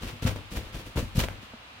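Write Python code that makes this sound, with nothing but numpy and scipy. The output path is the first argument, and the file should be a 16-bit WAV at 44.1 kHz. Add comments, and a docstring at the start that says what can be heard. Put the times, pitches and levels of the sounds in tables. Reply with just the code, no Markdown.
"""Hollow, rubbery thumps and scrapes, close up: a monkey paws a big latex balloon on a couch.
Each shove thumps the skin and rings the balloon's low modes. Fur and fingers scrape over the latex in
tiny slips that shake the skin and ring the air inside, and now and then a fingertip snaps free.
Underneath lie the steady hiss and faint hum of a small living room."""
import sys
import numpy as np
from scipy import signal
from scipy.fft import rfft, irfft
from scipy.io import wavfile
from scipy.ndimage import uniform_filter1d

SR = 44100
rng = np.random.default_rng(int(sys.argv[2]) if len(sys.argv) > 2 else 0)


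def store_wav(level_fs):
    """Save 16-bit WAV to argv[1]."""
    pcm = np.round(np.clip(np.atleast_2d(level_fs), -1, 1) * 32767)
    wavfile.write(sys.argv[1], SR, pcm.T.astype(np.int16))


N = 79380

# Tone of the room's hiss. Each row: frequency in Hz, relative level in dB.
HISS_SPECTRUM = [(20, -25), (60, -1.5), (110, -1.5), (170, -10), (235, -5), (370, -12.5), (700, -8),
                 (1200, -7), (1900, -12), (2700, -8.5), (4000, -14.5), (5700, -25), (9000, -32),
                 (15500, -39)]
# Strokes over the latex. Each row: peak time, rise and fall in seconds, then relative scrape level,
# treble tilt and relative skin shake in dB.
PAW_STROKES = [(0.038, 0.033, 0.047, -38.5, 1, -36.5), (0.09, 0.018, 0.022, -42.5, 0, -55),
               (0.232, 0.014, 0.037, -37, 4, -31.5), (0.277, 0.017, 0.019, -27.5, 1, -30.5),
               (.315, 0.0057, 0.0069, -56, -5, -36), (0.363, 0.0045, 0.027, -43.5, -8, -39),
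               (0.527, 0.024, 0.035, -45, 9, -36.5), (0.573, 0.026, 0.017, -36.5, 2.5, -33.5),
               (.665, 0.088, 0.065, -50, -7, -49), (0.754, 0.03, 0.033, -42, 2, -40.5),
               (0.798, 0.016, 0.022, -54, 10, -47), (0.868, 0.017, 0.025, -48, 3.5, -43),
               (0.979, 0.025, 0.02, -34, 1.5, -24.5), (0.994, 0.016, 0.04, -43, 6, -39),
               (1.172, 0.025, 0.035, -39, 10, -30), (1.202, 0.02, 0.022, -29, 5.5, -44.5),
               (1.241, 0.012, 0.0064, -34, -10, -31), (1.308, 0.02, 0.04, -53, -12, -42),
               (1.429, 0.018, 0.037, -48.5, -1, -58.5)]
# Tone of the shaken skin. Each row: frequency in Hz, relative level in dB.
RUMBLE_SPECTRUM = [(20, -11), (45, 6.5), (75, 2), (110, -2.5), (170, -4.5), (235, -4), (310, -7),
                   (400, -14.5), (560, -10), (900, -39.5), (2000, -42)]
# Tone of the slips on latex. Each row: frequency in Hz, relative level in dB.
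SLIP_SPECTRUM = [(150, -31), (390, 1), (540, 8.5), (950, 5.5), (1300, 3), (2000, 2), (3000, 1.5),
                 (5000, -5), (8000, -11.5), (12000, -14), (16000, -16.5)]
# Resonances of the enclosed air. Each row: frequency in Hz, relative level in dB.
AIR_MODES = [(504, -18), (677, -0.5), (867, -11), (983, -4), (1156, -2), (1359, -1), (1795, 6), (1925, -3),
             (2364, -8), (2741, -4), (3062, -22)]
# Fingertips snapping free. Each row: start in seconds, ring level in dB, the ring's low-pass cutoff
# in Hz, crack level in dB.
FINGER_SNAPS = [(0.2632, -38, 4000, -48), (.2925, -34, 1600, -54), (.313, -39.5, 1600, -48),
                (0.3602, -34.5, 910, -46), (0.573, -34, 2800, -49), (0.9589, -36.5, 1000, -47),
                (0.9724, -30, 3660, -60), (1.19, -42, 3000, -35), (1.202, -27.5, 4000, -49),
                (1.2153, -29.5, 2000, -47), (1.2393, -29.5, 1760, -42), (1.2857, -29, 3600, -46.5),
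                (1.536, -41.5, 1000, -70)]
# The taut patch under a fingertip. Each row: frequency in Hz, relative level in dB, T60 in seconds.
PATCH_MODES = [(634, -6, 0.019), (970, -6, 0.015), (1620, 1.5, 0.0063), (2200, 4, 0.0049),
               (2940, -11, 0.012)]
# Light knocks on the balloon. Each row: start in seconds, level in dB.
LIGHT_KNOCKS = [(.034, -29), (1.43, -40.5), (1.5394, -35.5)]
# Shoves and pats. Each row: start in seconds, overall level in dB, swing of the skin in Hz,
# ring level in dB relative to the overall level.
SHOVES = [(0.035, -29.5, 192, -2), (0.054, -34, 79.6, 2.5), (0.132, -33.5, 106, 3.5),
          (0.2236, -20.5, 131, -8), (0.2519, -9, 142.6, -5), (0.2613, -20, 190, 0), (0.31, -29, 164, -10),
          (0.522, -26, 145, -2.5), (.573, -23.5, 62, -2.5), (.606, -36.5, 151, 1), (.658, -34.5, 64, -4),
          (0.746, -24.5, 115, -13), (0.763, -31.5, 53, 1.5), (0.9596, -19, 126, -4),
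          (0.9762, -20, 148, 2.5), (.982, -25, 61, 5.5), (1.028, -23, 150, 1.5), (1.047, -30, 66, -3.5),
          (1.157, -21, 150, -10), (1.1791, -8, 146, -5), (1.222, -21.5, 62, -10), (1.258, -28.5, 99.5, -19),
          (1.313, -31, 148, -29), (1.385, -37.5, 161, -1)]
# The whole balloon's low modes. Each row: frequency in Hz, relative level in dB, T60 in seconds.
BALLOON_MODES = [(49.3, -24.5, 0.67), (70.5, -26.5, 0.34), (99, -13.5, 0.47), (129, -12, 0.14),
                 (173, -26.5, 0.092), (230.8, -12, 0.2), (319, -25, 0.1), (511, -26.5, 0.28),
                 (645, -27, 0.073)]


def undb(db):
    """Decibels to gain."""
    return 10 ** (np.asarray(db) / 20)


def unit(x):
    """Scale to rms 1."""
    return x / np.sqrt(np.mean(x ** 2))


def colour(x, points):
    """EQ a sound with a smooth (Hz, dB) curve."""
    hz, db = np.array(points).T
    f = np.maximum(np.fft.rfftfreq(N, 1 / SR), 1)
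    return irfft(rfft(x) * undb(np.interp(np.log(f), np.log(hz), db)), N)


def cut(x, hz, kind, order=2):
    """Low-pass or high-pass."""
    return signal.sosfilt(signal.butter(order, hz, kind, fs=SR, output="sos"), x)


def wobble(rate_hz):
    """Smooth random modulation at rms 1."""
    hold = int(SR / rate_hz)
    steps = rng.standard_normal(N)[np.arange(N) // hold]
    return unit(uniform_filter1d(steps, hold))


def since(start):
    """Seconds since a moment, zero before it."""
    return np.maximum(np.arange(N) / SR - start, 0)


def ring(age, hz, t60):
    """One fading mode."""
    return np.sin(2 * np.pi * hz * age) * np.exp(-np.log(1000) * age / t60)


def stroke(peak, rise, fall):
    """Envelope of a stroke: the hand lands, speeds up, then lets go."""
    speed = np.clip(since(peak - rise) / rise, 0, 1) ** 0.83
    return speed * np.exp(-since(peak) / fall)


def lead_left(x, samples):
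    """Stereo pair in which the sound reaches the left microphone first."""
    return np.array([x, np.pad(x, (samples, 0))[:N]])


def pan(left_db):
    """Stereo gains with the left louder by left_db."""
    return undb(np.array([[left_db], [-left_db]]) / 2)


def hum(hz=112, level_db=-62.5):
    """A faint, wavering hum in the room."""
    return undb(level_db + 2 * wobble(5.6)) * np.sqrt(2) * np.sin(2 * np.pi * hz * since(0))


def hiss(mid_db=-51):
    """Steady room tone, centred in the bass and wide on top."""
    mid, side = (colour(rng.standard_normal(N), HISS_SPECTRUM) for _ in range(2))
    width = 1.19 * cut(side, 805, "high", order=1) * np.array([[1], [-1]])
    return undb(mid_db) * (mid + width) / mid.std()


def reflections(x, decay_s, delay_s):
    """A fading cloud of echoes, different at each microphone."""
    age = since(delay_s)
    echo = rng.standard_normal((2, N)) * (age > 0) * np.exp(-age / decay_s)
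    echo /= np.sqrt(np.sum(echo ** 2, axis=1, keepdims=True))
    return signal.fftconvolve(x[None], echo, axes=1)[:, :N]


def skin_rumble(trim_db=-0.5, linger=1.46):
    """The dragging hand jolts the slack skin into an uneven rumble that settles slower than the scrape."""
    drag = sum(undb(db) * stroke(s, rise, linger * fall) for s, rise, fall, _, _, db in PAW_STROKES)
    return undb(trim_db) * drag * unit(colour(rng.standard_normal(N), RUMBLE_SPECTRUM))


def rasp(slips_per_s=9000, scatter_db=3):
    """Dense tiny slips of uneven strength, coloured by the latex."""
    slips = (rng.random(N) < slips_per_s / SR) * rng.standard_normal(N)
    slips *= undb(scatter_db * rng.standard_normal(N))
    return unit(colour(slips, SLIP_SPECTRUM))


def scrapes(trim_db=-7.5, treble_hz=5800, grip_hz=299.2, grip_db=1.5):
    """Slips bunched by the changing grip and brightened by fur: direct, scattered left and right."""
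    slips = np.array([rasp() for _ in range(3)])
    dull = cut(slips, treble_hz, "low", order=1)
    bright = slips - dull
    force = sum(undb(db) * stroke(s, rise, fall) for s, rise, fall, db, _, _ in PAW_STROKES)
    fur = sum(undb(db + tilt) * stroke(s, rise, fall) for s, rise, fall, db, tilt, _ in PAW_STROKES)
    fur += undb(-56) * np.exp(-since(1.34) / 0.1)  # resting fur rustles between strokes, then fades
    grip = unit(undb(grip_db * np.clip(wobble(grip_hz), -2, 2)))
    return undb(trim_db) * (force * dull * grip + fur * bright * np.sqrt(grip))


def hollow_air(rub, t60_s=0.075, wet_db=-1):
    """The air inside the balloon rings along with whatever rubs its skin."""
    age, damping = since(0), np.log(1000) / t60_s
    modes = sum(undb(db) * np.cos(2 * np.pi * hz * age) for hz, db in AIR_MODES)
    response = 2 * damping / SR * modes * np.exp(-damping * age)
    return rub + undb(wet_db) * signal.fftconvolve(rub, response)[:N]


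def snaps(crack_decay_s=0.0017, detune=0.045):
    """A fingertip sticks, then lets a taut patch of latex crack back and ring for an instant."""
    out = np.zeros(N)
    for start, ring_db, cutoff_hz, crack_db in FINGER_SNAPS:
        age = since(start)
        crack = rng.standard_normal(N) * (age > 0) * np.exp(-age / crack_decay_s)
        patch = sum(undb(db) * ring(age, hz * (1 + detune * rng.standard_normal()), t60)
                    for hz, db, t60 in PATCH_MODES)
        patch = cut(patch + 1e-18, cutoff_hz, "low")
        for part, db in ((patch, ring_db), (crack, crack_db)):
            out += undb(db) * part / np.sqrt(np.sum(part ** 2) / (0.003 * SR))  # as if packed into 3 ms
    return out


def knocks(cavity_hz=229, t60_s=0.087):
    """Light knocks ring only the air inside."""
    return sum(undb(db) * ring(since(start), cavity_hz, t60_s) for start, db in LIGHT_KNOCKS)


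def thumps(peak_cycles=0.42, width_cycles=0.5, contact_s=0.0031, detune=0.0236):
    """Each shove swings the skin out and back and leaves the balloon ringing."""
    t, out = np.arange(N) / SR, np.zeros(N)
    for start, level_db, swing_hz, ring_db in SHOVES:
        age, cycles = since(start), (t - start) * swing_hz
        swing = np.sin(2 * np.pi * cycles) * np.exp(-((cycles - peak_cycles) / width_cycles) ** 2)
        boom = sum(undb(db) * ring(age, hz * (1 + detune * rng.standard_normal()), t60)
                   for hz, db, t60 in BALLOON_MODES)
        attack = 1 - np.exp(-age / contact_s)
        out += undb(level_db) * (0.7 * swing + undb(ring_db) * boom * attack)
    return out


def scene(crossover_hz=1800, room_t60_s=0.33):
    """The close balloon, leaning a little left, over a short room tail and the room tone."""
    scrape = scrapes()
    skin = hollow_air(scrape[0]) + snaps()
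    body = thumps() + knocks() + skin_rumble()
    # Treble comes from the hands on the left; lower sounds spread over the whole balloon ahead.
    lows = irfft(rfft(skin) / (1 + (np.fft.rfftfreq(N, 1 / SR) / crossover_hz) ** 8), N)
    scattered = undb(6.5) * cut(scrape[1:], 1080, "high")  # thrown sideways by the curved skin
    near = lead_left(skin - lows, samples=15) + lead_left(lows, samples=1) + scattered
    close_body = lead_left(body, samples=1) * pan(left_db=2.14)
    couch_bounce = undb(-10) * reflections(cut(body, 214, "high"), decay_s=0.0029, delay_s=0.0011)
    room_send = undb(-8.5) * skin + undb(-16) * body
    room = reflections(room_send, decay_s=room_t60_s / np.log(1000), delay_s=0.012)
    return (near + room) * pan(left_db=0.76) + close_body + couch_bounce + hiss() + hum()


def record(dry):
    """Roll off the subsonics and cut the very top steeply."""
    top_cut = signal.ellip(10, .2, 80, 15900, fs=SR, output="sos")
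    return signal.sosfilt(top_cut, cut(dry, 5.3, "high", order=1))


dry = scene()
out = record(dry)
store_wav(out)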